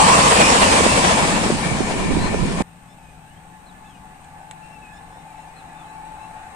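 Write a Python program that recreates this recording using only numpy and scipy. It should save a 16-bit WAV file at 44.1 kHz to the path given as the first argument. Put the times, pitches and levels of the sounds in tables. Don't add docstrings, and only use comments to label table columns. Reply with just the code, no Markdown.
import sys
import numpy as np
from scipy import signal
from scipy.fft import rfft, irfft, next_fast_len
from scipy.io import wavfile
from scipy.ndimage import uniform_filter1d, map_coordinates

SR = 44100
rng = np.random.default_rng(int(sys.argv[2]) if len(sys.argv) > 2 else 0)


def master_out(mix):
    frames = np.transpose(np.atleast_2d(mix))
    ceiling = np.clip(frames, -1, 1)
    pcm = np.round(ceiling * 32767).astype(np.int16)
    wavfile.write(sys.argv[1], SR, pcm)


N = 288855
T = np.arange(N) / SR
CUT_S = 2.622
TAIL_S, SPEED_M_PER_S = 1.19, 35.5


def amp(db):
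    return 10 ** (np.asarray(db) / 20)


def unit(x):
    return x / np.sqrt(np.mean(x ** 2) + 1e-20)


def column(rows, order=1):
    rows = np.array(rows)
    return np.interp(T, rows[:, 0], rows[:, order])


def read(points, hz, order=1):
    points = np.array(points)
    return np.interp(np.log(hz + 1), np.log(points[:, 0] + 1), points[:, order])


def pan(side_db):
    gains = amp(np.array([[.5], [-.5]]) * side_db)
    return gains / np.sqrt(np.mean(gains ** 2, axis=0))


def add(mix, s, sound):
    part = mix[:, max(round(s * SR), 0):][:, :sound.shape[1]]
    part += sound[:, :part.shape[1]]


def filtered(x, gain):
    size = next_fast_len(N + 2048)
    hz = np.fft.rfftfreq(size, 1 / SR)
    return irfft(rfft(x, size) * gain(hz), size)[..., :N]


def wander(rate_hz, channels=1):
    return unit(filtered(rng.standard_normal((channels, N)), lambda hz: 1 / (1 + (hz / rate_hz) ** 4)))


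def noise(spectrum, likeness, patchy_db):
    hz = np.fft.rfftfreq(2048, 1 / SR)
    a, b, c, d, patches = rng.standard_normal((5, N // 512 + 5, len(hz)))
    patches = uniform_filter1d(patches, size=7, axis=0)
    patches = unit(uniform_filter1d(patches, size=9, axis=1))
    same = np.clip(read(likeness, hz), -.99, .99)
    left = a + 1j * b
    right = same * left + np.sqrt(1 - same ** 2) * (c + 1j * d)
    z = np.array([left, right]) * amp(read(spectrum, hz) + patchy_db * patches)
    x = signal.istft(z.swapaxes(1, 2), nperseg=2048, noverlap=1536)[1][:, :N]
    return x / x.mean(0).std()


def left_late(x, lag_s):
    return np.array([map_coordinates(x[0], [(T - lag_s) * SR], order=3, mode="mirror"), x[1]])


def bogie_swell(order):
    # start_s (moment nearest), roar_db, rail_ringing_db
    bogies = [(0.03, -23.5, -16.5), (0.22, -25.5, -21), (0.43, -20, -36), (0.69, -22.5, -21),
              (1.07, -21.5, -22)]
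    nearest_m = 4.68
    return sum(amp(row[order]) ** 2 / (1 + (SPEED_M_PER_S * (T - row[0]) / nearest_m) ** 2) for row in bogies)


def coaches():
    # pitch_hz, relative level_db per Hz
    rumble_colour = [(20, -39), (55, -2), (120, -9.5), (170, -0.5), (235, -0.5), (340, -7.5), (500, -32),
                     (900, -65)]
    roar_colour = [(200, -29), (380, -8), (480, -0.5), (560, -2.5), (680, -0.5), (850, -5.5), (1050, -7.5),
                   (1350, -9.5), (1650, -8.5), (2000, -9.5), (2500, -15.5), (3300, -14), (7000, -27.5)]
    hiss_colour = [(800, -11.5), (1500, -3.5), (2000, -1), (2600, 5), (3400, -3.5), (4500, -1.5),
                   (6000, -2.5), (8000, -1.5), (15000, -6.5)]
    # pitch_hz, relative level_db per Hz
    ring_colour = [(650, -14.5), (820, 1.5), (930, 3), (985, 2.5), (1040, 4), (1130, -1.5), (1230, -4),
                   (1800, -31.5)]
    # pitch_hz, half_width_hz, relative level_db
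    wheel_modes = [(1793, 26, 5), (2264, 80, 1), (2424, 70, -3)]
    # pitch_hz, left-right likeness (1 = the same)
    near_likeness = [(60, 0.68), (130, 1), (290, 1), (630, 0.42), (1380, 0.41), (2500, 0.18), (5000, 0.035)]
    body_m = 13.1
    rumble_db, roar_db, wheel_db, hiss_db = -23, -27, -31, -20
    bogie_hiss_db = -12.5
    linger_roar_db, linger_ring_db, linger_wheel_db, linger_hiss_db = -40, -49, -41.5, -41.5
    rumble_fall, hiss_fall = 0.78, 2.08
    behind_side_db = 5
    near_lag_s, behind_lag_s = 0.000393, 0.00013
    ring_shift = .05

    in_view = .5 - np.arctan(SPEED_M_PER_S * (T - TAIL_S) / body_m) / np.pi
    near_db = 10 * np.log10(in_view)
    side_db = behind_side_db * (1 - in_view)

    roar_swell = bogie_swell(order=1)
    roar_level = np.sqrt(roar_swell + amp(roar_db) ** 2 * in_view + amp(linger_roar_db) ** 2)
    ring_level = np.sqrt(bogie_swell(order=2) + amp(linger_ring_db) ** 2)
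    wheel_level = np.sqrt(amp(wheel_db) ** 2 * in_view + amp(linger_wheel_db) ** 2)
    body_hiss = amp(hiss_db + hiss_fall * near_db) ** 2
    bogie_hiss = amp(bogie_hiss_db) ** 2 * roar_swell
    hiss_level = np.sqrt(body_hiss + bogie_hiss + amp(linger_hiss_db) ** 2)

    judder = wander(rate_hz=20)
    rumble = noise(rumble_colour, near_likeness, patchy_db=1.5) * pan(side_db=3.0)
    rumble *= amp(rumble_db + rumble_fall * near_db)
    roar = roar_level * amp(2.05 * judder) * noise(roar_colour, near_likeness, patchy_db=0.5)
    clock = np.cumsum(1 + ring_shift * (2 * in_view ** 2 - 1)) / SR
    ringing = noise(ring_colour, near_likeness, patchy_db=3.5)
    rails = np.array([np.interp(clock, T, port) for port in ringing])
    rails *= ring_level * amp(0.74 * judder)
    hiss = hiss_level * amp(0.17 * judder) * noise(hiss_colour, near_likeness, patchy_db=2.5)
    modes = lambda hz: sum(amp(db) / (1 + ((hz - f) / width) ** 2) for f, width, db in wheel_modes)
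    wheels = unit(filtered(rng.standard_normal((2, N)), modes))
    wheels *= wheel_level * amp(2.5 * wander(rate_hz=7, channels=2))
    train = rumble + (roar + rails + wheels) * pan(side_db) + hiss * pan(0.066 * side_db)
    return left_late(train, behind_lag_s + (near_lag_s - behind_lag_s) * in_view)


def flange():
    middle_s, spread_s = 0.433, 0.036
    pitch_hz, half_width_hz, level_db = 2460, 80, -20.5
    resonance = lambda hz: 1 / (1 + ((hz - pitch_hz) / half_width_hz) ** 2)
    tone = unit(filtered(rng.standard_normal((2, N)), resonance))
    return amp(level_db) * np.exp(-.5 * ((T - middle_s) / spread_s) ** 2) * tone


def wake():
    # pitch_hz, relative level_db per Hz
    wake_colour = [(15, 8.5), (40, 7.5), (80, 5), (125, 0.5), (190, 14), (260, -6), (400, 4), (700, -46),
                   (1500, -59)]
    # middle_s, level_db
    gust_table = [(1.1, -41), (1.99, -28.5), (2.15, -22), (2.4, -23), (2.63, -31)]
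    # middle_s, relative level_db, centre_hz, left-right side_db
    eddies = [(0.808, -4.5, 483, -8), (0.865, -4.5, 534, -9), (1.05, -6, 467, 6), (1.463, -13.5, 355, 6),
              (1.504, -9.5, 480, 6), (1.722, -9, 173, -61), (1.807, -10, 318, -28),
              (1.832, -11.5, 270, -24), (2.115, -10, 276, -23), (2.171, -10, 302, -32),
              (2.345, -6.5, 460, -12), (2.454, -14.5, 280, 17), (2.485, -21, 177, -20),
              (2.608, -7.5, 430, -31)]
    gust_s, between_db = 0.11, -31.5
    small_db, small_hz, small_side_db, small_end_s = -14, 177, -25, 2.45
    eddy_cycles = 1.2
    thump_hz, thump_decay_s, thump_db = 191, 0.02, -14.5

    lumps_db = 0.53 * wander(rate_hz=42, channels=2)
    gusts = sum(amp(db) ** 2 * np.exp(-((T - s) / gust_s) ** 2) for s, db in gust_table)
    draught = amp(between_db) * np.clip(T / TAIL_S, 0, 1) ** 2
    turbulence = unit(noise(wake_colour, [(100, 0.076)], patchy_db=-2.0) * amp(lumps_db))
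    out = np.sqrt(gusts + draught ** 2) * turbulence * pan(side_db=-4.0)

    t = np.arange(-SR // 10, SR // 10) / SR
    hz = np.fft.rfftfreq(len(t), 1 / SR)
    small_times = rng.uniform(TAIL_S, small_end_s, size=6)
    small = [(s, small_db, small_hz, small_side_db) for s in small_times]
    for s, db, centre_hz, side_db in eddies + small:
        band = (hz / centre_hz) ** 2 / (1 + (hz / centre_hz) ** 5.5)
        swirls = irfft(rfft(rng.standard_normal(len(t))) * band, len(t))
        puff = swirls / (1 + (t * centre_hz / eddy_cycles) ** 2)
        swing = np.pi * centre_hz * t
        core = (1 - 2 * swing ** 2) * np.exp(-swing ** 2)
        boom = (t > 0) * np.exp(-abs(t) / thump_decay_s) * np.sin(2 * np.pi * thump_hz * t)
        eddy = 0.71 * puff / abs(puff).max() + 0.57 * core - amp(thump_db) * boom
        add(out, s + t[0], amp(db) * eddy * pan(side_db))
    return out


def far_train():
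    # pitch_hz, relative level_db per Hz
    hum_colour = [(15, -4.5), (35, 2), (70, -4), (110, -3.5), (140, -4.5), (170, -3), (215, -13),
                  (260, -9.5), (370, -17), (600, -25.5), (1000, -67)]
    song_colour = [(450, -20), (660, -10.5), (730, 4), (820, 6.5), (880, 8), (970, -25), (1200, -50)]
    air_colour = [(300, -11.5), (600, -1.5), (1100, 3), (1320, -3.5), (1580, 1), (1780, -3), (2100, -5.5),
                  (2600, -4), (3200, -19), (3900, -12.5), (4700, -23), (8500, -18)]
    # pitch_hz, left-right likeness (1 = the same)
    far_likeness = [(60, 0.91), (130, 1), (290, 0.7), (700, 0.97), (1380, 0.037), (3000, 0.27)]
    # time_s, pitch_hz, level_db (before a 1.5 dB cut)
    whine_table = [(2.72, 864, -58), (3.3, 862, -58), (3.52, 865, -48.5), (3.68, 866, -52.5),
                   (4.3, 861, -53.5), (4.45, 865.6, -45), (4.95, 858.5, -49.5), (5.1, 866, -66),
                   (5.32, 866, -44), (5.64, 867, -49.5), (5.8, 869, -40), (6.15, 869, -42),
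                   (6.41, 867, -46), (6.5, 877, -47)]
    # time_s, level_db
    octave_table = [(2.7, -71), (3.3, -67), (3.6, -58.5), (4.4, -60.5), (6.5, -60.5)]
    hum_db, song_db, air_db = -51.5, -55.5, -57.5
    song_rise_db_per_s, air_rise_db_per_s = 3, 2.5

    since = np.maximum(T - CUT_S, 0)
    hum = amp(hum_db) * noise(hum_colour, far_likeness, patchy_db=0.0) * pan(side_db=4.5)
    song = noise(song_colour, far_likeness, patchy_db=1.2) * pan(side_db=4.5)
    song *= amp(song_db + song_rise_db_per_s * since)
    air = noise(air_colour, far_likeness, patchy_db=2.5) * pan(side_db=1.5)
    air *= amp(air_db + air_rise_db_per_s * since)

    turns = np.cumsum(column(whine_table, order=1) + 1.218 * wander(rate_hz=7.25)) / SR
    phase = 2 * np.pi * turns + 0.51 * wander(rate_hz=3.0, channels=2)
    whine_db = column(whine_table, order=2) - 1.5 + 2.0 * wander(rate_hz=3.2, channels=2)
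    whine = amp(whine_db) * np.sin(phase) * pan(side_db=9.5)
    flicker = wander(rate_hz=7.1, channels=2)
    octave = amp(column(octave_table, order=1)) * flicker * np.sin(2 * phase) * pan(side_db=-6.5)
    return hum + song + air + np.sqrt(2) * (whine + octave)


def far_engine():
    # time_s, 7th_harmonic_db, 8th_harmonic_db, 9th_harmonic_db
    drone_table = [(2.65, -64, -58, -49.5), (2.95, -66, -56, -51), (3.15, -70, -52, -61),
                   (3.5, -66, -53, -53), (3.75, -62, -68, -52), (4.1, -56, -66, -52), (4.3, -53, -53, -64),
                   (4.65, -52, -53, -62), (5.05, -54, -54, -66), (5.3, -53, -61, -70),
                   (6.05, -50, -64, -66), (6.4, -61, -63, -62)]
    start_hz, top_hz, rise_s = 18.75, 33.7, 8.6
    overtone_db = -66

    hz = top_hz + (start_hz - top_hz) * np.exp((CUT_S - T) / rise_s)
    turns = np.cumsum(hz) / SR
    levels_db = [column(drone_table, order=k) for k in (1, 2, 3)]
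    levels_db += list(overtone_db + 3 * wander(rate_hz=2, channels=5))
    drones = np.zeros(N)
    for harmonic, db in enumerate(levels_db, 7):
        drones += amp(db) * np.sin(2 * np.pi * (harmonic * turns + rng.random()))
    return drones * pan(side_db=5.5)


def birds():
    # start_s, length_s, start_hz, middle_hz, end_hz, relative level_db, roughness (0-1)
    whistles = [(3.255, 0.14, 2700, 2960, 3340, -57, .2), (4.618, 0.16, 2640, 2730, 2610, -46, 0.13),
                (4.81, 0.119, 2696, 2515, 2610, -47.5, .1), (5.277, 0.055, 2500, 2360, 2290, -53, .15)]
    reedy_calls = [(2.8, .1, 1260, 1290, 1280, -63, .4), (2.96, 0.24, 1340, 1244, 1260, -59.5, 0.14),
                   (3.495, 0.072, 1260, 1280, 1295, -64, 0.42), (3.835, .09, 1270, 1310, 1280, -58, 0.76),
                   (3.925, .07, 1284, 1242, 1180, -58, 0.28), (5.35, 0.12, 1285, 1353, 1335, -55, .5),
                   (5.467, 0.034, 1190, 1195, 1210, -51.5, .2), (5.65, .08, 1215, 1250, 1250, -60, .7),
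                   (6.18, 0.11, 1300, 1330, 1370, -54.5, .25)]
    chirps = [(2.635, .06, 1690, 1740, 1765, -70, .1), (2.87, 0.077, 1660, 1760, 1800, -60, 0),
              (4.915, .085, 1660, 1736, 1870, -57.5, 0.25), (5.09, 0.14, 1715, 1790, 1830, -63, 0.4)]
    # start_s, length_s, start_hz, early_hz, late_hz, end_hz, relative level_db, roughness (0-1)
    slurs = [(2.165, 0.13, 3720, 4070, 4150, 4160, -38.5, 0.7),
             (3.655, .071, 3860, 4120, 3670, 3250, -58.5, .3),
             (3.845, .13, 3530, 3440, 3050, 2780, -56.5, 0.4),
             (5.555, .062, 4050, 4160, 3930, 3360, -56, 0),
             (5.738, 0.14, 3430, 3610, 3330, 2800, -56.5, 0.34)]
    whistle_harmonics = (0, -24, -21)
    reedy_harmonics = (-15, 0, -14, -15, -14, -18)
    chirp_harmonics = (-20, 0, -6, -10)
    slur_harmonics = (0, -17)
    rasp_depth, flutter_db = .04, 2.8
    echo_s = .13

    out = np.zeros((2, N))
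    kinds = [(whistles, whistle_harmonics), (reedy_calls, reedy_harmonics),
             (chirps, chirp_harmonics), (slurs, slur_harmonics)]
    for calls, harmonics in kinds:
        for s, length, *pitches_hz, db, rough in calls:
            u = np.linspace(0, 1, int(length * SR))
            spots = np.linspace(0, 1, len(pitches_hz))
            hz = np.polyval(np.polyfit(spots, pitches_hz, len(pitches_hz) - 1), u)
            chance = rng.standard_normal((1 + len(harmonics), SR // 2))
            rasp = unit(uniform_filter1d(chance[0], size=70))[:len(u)]
            flutter = unit(uniform_filter1d(chance[1:], size=600))[:, :len(u)]
            phase = 2 * np.pi * np.cumsum(hz * (1 + rasp_depth * rough * rasp)) / SR
            call = np.zeros(len(u))
            for k, level_db in enumerate(harmonics, 1):
                call += amp(level_db + flutter_db * flutter[k - 1]) * np.sin(k * phase)
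            swell = np.sqrt(abs(np.sin(np.pi * u)))
            add(out, s, amp(db) * call * swell * pan(side_db=3.0))

    t = np.arange(SR // 2) / SR
    scatter = rng.standard_normal((2, len(t))) * amp(-60 * t / echo_s)
    echoes = signal.fftconvolve(out, scatter / np.linalg.norm(scatter[0]), axes=1)[:, :N]
    return .8 * out + .55 * echoes


def clicks():
    # start_s, level_db, decay_s
    click_table = [(2.985, -55, .002), (4.243, -49, .008), (4.5113, -26.5, .0012)]
    # pitch_hz, relative level_db per Hz
    click_colour = [(300, -12), (900, 10), (2000, 10), (3200, 8.5), (5500, -10), (7800, 9.5), (10000, -2),
                    (15000, 6)]
    tail_db, tail_s = -16, .011

    snap = np.zeros(N)
    for s, db, decay_s in click_table:
        age = np.maximum(T - s, 0)
        fade = np.exp(-age / decay_s) + amp(tail_db) * np.exp(-age / tail_s)
        snap += amp(db) * (T >= s) * fade
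    return snap * noise(click_colour, [(1000, 0.45)], patchy_db=1.5)


def scene():
    after = np.clip((T - CUT_S) / .002, 0, 1)
    loud_pass = coaches() + flange() + wake()
    far_lag_s = 0.00013
    platform = left_late(far_train() + far_engine(), far_lag_s)
    return (1 - after) * loud_pass + after * platform + birds() + clicks()


def record(dry):
    # pitch_hz, left_db, right_db
    ports = [(6330, 1.5, 1.5), (6900, 1.5, 3.5), (8120, 1.5, 7), (9320, 0.5, 1), (9150, 8.5, 0.5),
             (10340, -2.5, -24), (10800, -23, -29), (12500, -17.5, -20.5), (15000, -31, -27)]
    # pitch_hz, relative left_db per Hz, relative right_db per Hz
    mic_hiss = [(2760, -0.5, -4.5), (4770, -16, -11.5), (6960, -40, -7), (8000, -3.5, -1.5), (8900, 4, -12),
                (9850, -38, -34), (10800, -16, -12.5), (14600, -16, -18)]
    edge_hz = 15000

    both = lambda table: lambda hz: amp([read(table, hz, order=1), read(table, hz, order=2)])
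    hiss = amp(-54.5) * unit(filtered(rng.standard_normal((2, N)), both(mic_hiss)))
    heard = filtered(dry, both(ports)) + hiss
    heard = heard / (1 + abs(heard) ** 8) ** (1 / 8)
    lowpass = signal.firwin(511, edge_hz, window=("kaiser", 9), fs=SR)
    return signal.oaconvolve(heard, lowpass[None], "same")


dry = scene()
out = record(dry)
master_out(out)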